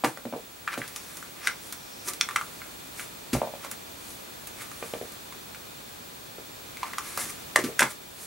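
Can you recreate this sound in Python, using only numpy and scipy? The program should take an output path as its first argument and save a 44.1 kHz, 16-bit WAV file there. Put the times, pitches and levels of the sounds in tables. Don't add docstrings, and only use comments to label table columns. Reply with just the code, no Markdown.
import sys
import numpy as np
from scipy import signal
from scipy.fft import rfft, irfft
from scipy.io import wavfile

SR = 44100
rng = np.random.default_rng(int(sys.argv[2]) if len(sys.argv) > 2 else 0)


def waveform_to_disk(signal):
    frames = np.transpose(np.atleast_2d(signal))
    scaled = np.clip(frames, -1, 1) * 32767
    samples = np.round(scaled).astype(np.int16)
    wavfile.write(sys.argv[1], SR, samples)


N = 364266
TIME = np.arange(N) / SR
SHORT_TIME = np.arange(4096) / SR
CUTOFF_HZ = 15800


def from_db(db):
    return 10 ** (np.asarray(db) / 20)


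def rms_one(x):
    return x / np.sqrt(np.mean(x ** 2) + 1e-20)


def at_hz(points, hz, column=1):
    points = np.array(points)
    return np.interp(np.log(np.maximum(hz, 1)), np.log(points[:, 0]), points[:, column])


def gain_curve(rows):
    return from_db(np.interp(TIME, *np.transpose(rows)))


def band(x, low_hz, high_hz, order=2):
    limits = [low_hz, min(high_hz, SR / 2 - 500)]
    return signal.sosfilt(signal.butter(order, limits, "band", fs=SR, output="sos"), x)


def add(track, start_s, sound):
    at = max(round(start_s * SR), 0)
    track[at:at + len(sound)] += sound[:N - at]


def colour(x, points):
    return irfft(rfft(x) * from_db(at_hz(points, np.fft.rfftfreq(len(x), 1 / SR))), len(x))


def noise(spectrum):
    return rms_one(colour(rng.standard_normal(N), spectrum))


def grain(depth_db, low_hz, high_hz):
    flutter = rms_one(band(rng.standard_normal(N), low_hz, high_hz))
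    return rms_one(from_db(depth_db * flutter))


def spread(mid, side, width):
    side = colour(side, width)
    return np.array([mid + side, mid - side])


def set_level(shape, db):
    return from_db(db) * shape / np.sqrt(np.sum(shape ** 2) * 100 / SR + 1e-20)


def ring(hz, cycles, db):
    age = SHORT_TIME * hz / cycles
    wave = age * np.exp(-age) * np.sin(2 * np.pi * hz * SHORT_TIME)
    return set_level(band(wave, hz * 0.36, CUTOFF_HZ), db)


def crack(low_hz, high_hz, decay_s, db):
    crush = rng.standard_normal(len(SHORT_TIME)) * np.exp(-SHORT_TIME / decay_s)
    return set_level(band(crush, low_hz, high_hz), db)


def swell(peak_s, rise_s, fall_s):
    return np.exp(-np.minimum(np.maximum((peak_s - TIME) / rise_s, (TIME - peak_s) / fall_s), 20))


# start_s [s], level_db [dB]
AIR_LOUDNESS = [(0.0, -49.3), (0.7, -49), (0.9, -47.3), (2.2, -46), (4.8, -45.5), (6.3, -46.5), (7.6, -44),
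                (8.0, -47.5)]
# pitch_hz [Hz], relative level_db [dB per Hz]
AIR_COLOUR = [(15, -60), (25, -9.5), (103, -2), (141, -2.5), (247, -2.5), (661, -7.5), (1100, -9.5),
              (1190, -9.5), (1390, -10), (2250, -12.5), (3630, -12), (5270, -15), (14500, -16.5)]
# pitch_hz [Hz], side_against_mid_db [dB]
AIR_STEREO = [(60, -14), (150, -6.5), (380, 1.5), (950, 5), (2380, -1), (5980, -4), (15000, -22)]
# pitch_hz [Hz], width_hz [Hz], level_db [dB against the air]
WHIRR_BANDS = [(2430, 80, -13), (3556, 85, -13), (4330, 250, -12.7), (6020, 42, -16.5), (7430, 250, -13.5)]
# [dB, peak]
WHISTLE_TONES = [(15734, -53.5), (15747, -58)]


def background():
    air = spread(noise(AIR_COLOUR), noise(AIR_COLOUR), AIR_STEREO)
    whirr = np.zeros((2, N))
    for hz, width_hz, db in WHIRR_BANDS:
        hum = band(rng.standard_normal((2, N)), hz - width_hz / 2, hz + width_hz / 2, order=1)
        whirr += from_db(db) * rms_one(hum)
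    whistle = sum(from_db(db) * np.sin(2 * np.pi * hz * TIME) for hz, db in WHISTLE_TONES)
    return gain_curve(AIR_LOUDNESS) * (air + whirr) + whistle


# peak_s (greatest pressure) [s], rise_s [s], fall_s [s], plastic_db [dB], ribbon_hiss_db [dB]
SLIDING_STROKES = [(0.741, 0.02, 0.0078, -30.5, -42), (0.845, 0.028, 0.028, -44.5, -63),
                   (1.16, 0.44, 0.15, -53.5, -49), (1.469, 0.044, 0.041, -37, -45),
                   (1.67, .067, 0.083, -59, -48), (2.088, 0.016, 0.014, -37.5, -28),
                   (2.362, 0.13, 0.42, -54, -49.5), (3.001, 0.034, 0.046, -44, -39.5),
                   (3.65, 0.027, 0.021, -42, -47), (4.11, 0.097, .055, -63, -46),
                   (4.62, .027, 0.024, -41, -41.5), (4.87, 0.18, .2, -52.5, -47),
                   (6.87, 0.054, 0.043, -43, -49), (7.07, 0.053, 0.17, -45, -42),
                   (7.205, 0.026, 0.057, -37.5, -31.5), (7.3, .008, 0.0091, -42.5, -34.5),
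                   (7.808, 0.0073, 0.01, -23.5, -24.5), (7.914, 0.026, 0.0095, -44, -38.5),
                   (8.23, 0.057, .067, -56, -43)]
# pitch_hz [Hz], relative level_db [dB per Hz]
RIBBON_COLOUR = [(50, -54), (300, 3), (1500, -9), (3000, -6), (6000, 2), (10000, 6), (13000, -1),
                 (15500, -9.5)]
# pitch_hz [Hz], relative level_db [dB per Hz]
PLASTIC_COLOUR = [(50, -48), (250, -11), (750, -7.5), (1200, 6), (1600, 2), (2250, 4.5), (3000, -4.5),
                  (6000, -10.5), (15000, -53)]
SLIDE_RISE_S, SLIDE_FALL_S, SLIDE_PLASTIC_DB, SLIDE_HISS_DB = 0.0064, 0.036, -7.5, -7
RELEASE_RISE_S, RELEASE_FALL_S, RELEASE_PLASTIC_DB, RELEASE_HISS_DB = 0.002, 0.012, -5, -1
HOLDING_DB = -64


def rubbing():
    slides = [(s + SLIDE_RISE_S, SLIDE_RISE_S, SLIDE_FALL_S,
               scuff_db + SLIDE_PLASTIC_DB, scuff_db + SLIDE_HISS_DB) for s, *_, scuff_db in LANDINGS]
    releases = [(s + 0.0027, RELEASE_RISE_S, RELEASE_FALL_S,
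                 db + RELEASE_PLASTIC_DB, db + RELEASE_HISS_DB) for s, db, _ in EDGE_TICKS]
    plastic_power, ribbon_power = 0, from_db(HOLDING_DB) ** 2
    for peak_s, rise_s, fall_s, plastic_db, hiss_db in SLIDING_STROKES + slides + releases:
        power = swell(peak_s, rise_s, fall_s) ** 2
        plastic_power = plastic_power + power * from_db(plastic_db) ** 2
        ribbon_power = ribbon_power + power * from_db(hiss_db) ** 2
    crackle = grain(depth_db=2.0, low_hz=52, high_hz=350)
    slips = grain(depth_db=2.0, low_hz=30, high_hz=220)
    plastic = slips * np.sqrt(plastic_power) * noise(PLASTIC_COLOUR)
    ribbon = crackle * np.sqrt(ribbon_power) * noise(RIBBON_COLOUR)
    return plastic + ribbon


# start_s [s], level_db [dB], pitch_hz [Hz], clack_db [dB]
CASE_BUMPS = [(0.038, -24, 770, -35), (0.046, -24.5, 950, -27), (0.173, -43, 567, -66),
              (0.253, -35.5, 537, -48), (0.326, -35, 584, -48), (0.337, -33, 685, -54),
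              (0.776, -36, 530, -37.5), (3.351, -27, 600, -52), (3.417, -23, 660, -42.5),
              (3.473, -34.5, 616, -54), (3.538, -37.5, 620, -52), (3.647, -43.5, 555, -54),
              (4.826, -34.5, 486, -37.5), (4.937, -30, 480, -38.5), (5.013, -34, 460, -50),
              (6.384, -43, 436, -55), (7.176, -39, 523, -44), (7.560, -25, 604, -48),
              (7.806, -31.5, 590, -41), (7.82, -21.5, 940, -22)]


def knocks():
    out = np.zeros(N)
    for start_s, db, hz, clack_db in CASE_BUMPS:
        case = ring(hz, cycles=0.61, db=db) + ring(hz * 1.295, cycles=0.94, db=db - 9)
        table = ring(307, cycles=0.33, db=db - 10)
        rattle = crack(hz * 0.35, hz * 1.43, decay_s=0.016, db=db - 12)
        clack = crack(790, 2380, decay_s=0.0045, db=clack_db)
        add(out, start_s, case + table + rattle + clack)
    return out


# start_s [s], pitch_hz [Hz], thud_db [dB], boom_db [dB], scuff_db [dB]
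LANDINGS = [(0.042, 309, -25, -39.5, -29.5), (0.255, 236, -35, -67, -62), (0.33, 270, -35, -66, -64),
            (0.362, 480, -35.5, -60, -57), (0.777, 273, -33.5, -47, -40), (3.331, 260, -22, -30, -28.5),
            (7.587, 367, -29.5, -50, -33.5), (7.639, 271, -25.5, -46, -33.5), (7.686, 428, -34.5, -56, -55),
            (7.825, 265, -32, -45.5, -32)]
BOOM_HZ, FRAME_HZ = 136, 63
FRAME_DB, HEAVY_DB, FRAME_GROWTH = -31, -29.5, 3.9
SETTLE_S, SETTLE_PITCH, SETTLE_LOSS_DB = 0.00706, 1.476, 8


def thuds():
    out = np.zeros(N)
    for start_s, hz, thud_db, boom_db, scuff_db in LANDINGS:
        first_edge = ring(hz, cycles=1.0, db=thud_db)
        frame = ring(FRAME_HZ, cycles=0.7, db=FRAME_DB + FRAME_GROWTH * (boom_db - HEAVY_DB))
        scuff = crack(800, 10400, decay_s=0.015, db=scuff_db)
        add(out, start_s, first_edge + frame + scuff)
        second_edge = ring(hz * SETTLE_PITCH, cycles=0.78, db=thud_db - SETTLE_LOSS_DB)
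        boom = ring(BOOM_HZ, cycles=1.1, db=boom_db)
        add(out, start_s + SETTLE_S, second_edge + boom)
    return out


# start_s [s], lower_mode_db [dB], lower_mode_hz [Hz], upper_mode_db [dB],
# upper_mode_hz [Hz], snap_reference_db [dB] (the parts of the snap are set against it)
PLASTIC_CONTACTS = [(0.173, -44, 1300, -50, 1920, -57), (0.6766, -29.5, 1300, -33, 1850, -55),
                    (0.817, -40.5, 1580, -37, 1970, -61), (1.2265, -43, 1370, -54, 1810, -57),
                    (1.4719, -25.5, 1560, -25, 2070, -31), (2.211, -32, 1370, -26.5, 2300, -17.5),
                    (2.2881, -35, 1220, -37, 1800, -47.5), (2.3096, -38.5, 1280, -51, 2400, -56),
                    (2.3606, -21.5, 1324, -29.5, 2070, -36.5), (2.4118, -31.5, 1290, -51, 2350, -52),
                    (2.618, -43, 1360, -48, 2170, -65), (2.9955, -40, 1390, -41, 2240, -57),
                    (3.647, -40.5, 1110, -60, 2430, -49), (4.7152, -45, 1290, -52, 1820, -53),
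                    (5.324, -47.5, 1040, -52, 2260, -53), (5.547, -49, 1460, -48, 2270, -50),
                    (6.7706, -52, 1500, -46, 2230, -47), (6.831, -29.5, 1020, -43.5, 2220, -52),
                    (6.9339, -42, 1110, -37, 1920, -55), (6.983, -30, 1200, -38, 1970, -41),
                    (7.1755, -32.5, 1220, -60, 1750, -56), (7.5597, -26.5, 1160, -17.5, 1930, -29),
                    (7.7931, -19.5, 1600, -25, 1950, -29), (7.806, -23.5, 1600, -45, 1720, -30),
                    (7.8281, -30.5, 1170, -28, 2060, -31)]
TOUCH_EARLY_S, TOUCH_DB, TOUCH_FIZZ_DB = 0.0019, -15, -13
FIZZ_OVER_SNAP_DB, FIZZ_UNDER_MODES_DB = 6, 4
REBOUND_DB = -13.5


def clicks():
    out = np.zeros(N)
    for start_s, lower_db, lower_hz, upper_db, upper_hz, snap_db in PLASTIC_CONTACTS:
        modes = ring(lower_hz, cycles=1.11, db=lower_db) - ring(upper_hz, cycles=1.7, db=upper_db)
        chatter_db = (lower_db + upper_db) / 2 - 1
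        chatter = crack(lower_hz * 0.84, upper_hz * 1.41, decay_s=0.0071, db=chatter_db)
        case = ring(546, cycles=0.4, db=lower_db - 27)
        snap = crack(3550, 6160, decay_s=0.00092, db=snap_db - 3)
        third_mode = ring(3500, cycles=2.9, db=snap_db - 6)
        fizz_db = min(snap_db + FIZZ_OVER_SNAP_DB, max(lower_db, upper_db) - FIZZ_UNDER_MODES_DB)
        fizz = crack(5100, 10500, decay_s=0.0038, db=fizz_db)
        first_touch = from_db(TOUCH_DB) * modes + from_db(TOUCH_FIZZ_DB) * fizz
        add(out, start_s - TOUCH_EARLY_S, first_touch)
        add(out, start_s, modes + chatter + case + snap + third_mode + fizz)
        rebound_s = rng.uniform(0.0078, 0.0102)
        add(out, start_s + rebound_s, from_db(REBOUND_DB) * (modes + fizz))
    return out


# start_s [s], level_db [dB], pitch_hz [Hz]
EDGE_TICKS = [(0.878, -42, 6500), (0.9607, -36.5, 5100), (1.17, -42, 7940), (1.7243, -36, 8300),
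              (2.1348, -37.5, 8900), (3.7133, -35, 9500), (4.4716, -40, 9400), (5.121, -46, 9850),
              (7.1742, -33, 8200)]


def ticks():
    out = np.zeros(N)
    for start_s, db, hz in EDGE_TICKS:
        add(out, start_s, crack(hz * 0.37, hz * 1.93, decay_s=0.0027, db=db))
    return out


# peak_s (greatest pressure) [s], rise_s [s], fall_s [s], level_db [dB]
NETTING_BRUSHES = [(0.97, .015, 0.072, -49), (1.455, 0.014, 0.044, -40), (2.0, 0.42, .25, -53.5)]
# pitch_hz [Hz], relative level_db [dB per Hz]
NETTING_COLOUR = [(500, -33), (3000, -15), (4500, -9), (5600, 5), (6600, -9), (9000, -10), (15000, -25)]


def netting():
    power = sum((from_db(db) * swell(peak_s, rise_s, fall_s)) ** 2
                for peak_s, rise_s, fall_s, db in NETTING_BRUSHES)
    return np.sqrt(power) * grain(depth_db=4.0, low_hz=40, high_hz=600) * noise(NETTING_COLOUR)


# pitch_hz [Hz], time to fade by 60 dB, fade_s [s], reflected_db [dB]
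ROOM_ECHO = [(79.5, 0.042, 4), (294, 0.17, -2.5), (760, 0.16, -1.5), (1860, 0.14, -6), (4760, 0.2, -10.5),
             (14000, 0.1, -9.5)]
# pitch_hz [Hz], side_against_mid_db [dB]
ROOM_STEREO = [(60, -30), (250, -15), (600, -12), (2000, -7), (5000, -2), (8000, 3.5), (13000, -28)]


def room(x, first_s=0.004):
    t = np.arange(SR // 2) / SR
    edges = np.geomspace(45, 16000, 11)
    echoes = np.zeros((2, len(t)))
    for low, high in zip(edges, edges[1:]):
        hz = np.sqrt(low * high)
        fade = from_db(-60 * t / at_hz(ROOM_ECHO, hz))
        tail = band(rng.standard_normal((2, len(t))), low, high, order=3) * fade
        tail = tail / np.sqrt(np.sum(tail ** 2, axis=1, keepdims=True))
        echoes += tail * np.sqrt(2 * (high - low) / SR) * from_db(at_hz(ROOM_ECHO, hz, column=2))
    response = np.pad(spread(*echoes, ROOM_STEREO), ((0, 0), (round(first_s * SR), 0)))
    return signal.fftconvolve(x[None], response, axes=1)[:, :N]


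def scene():
    bumps = knocks()
    other_handling = rubbing() + thuds() + clicks() + ticks() + netting()
    reflections = room(other_handling + from_db(0.5) * bumps)
    return background() + bumps + other_handling + reflections


OVERLOAD = 0.85


def record(dry):
    rounded = dry / (1 + (dry / OVERLOAD) ** 6) ** (1 / 6)
    return signal.sosfilt(signal.ellip(12, 0.1, 80, CUTOFF_HZ, fs=SR, output="sos"), rounded)


dry = scene()
out = record(dry)
waveform_to_disk(out)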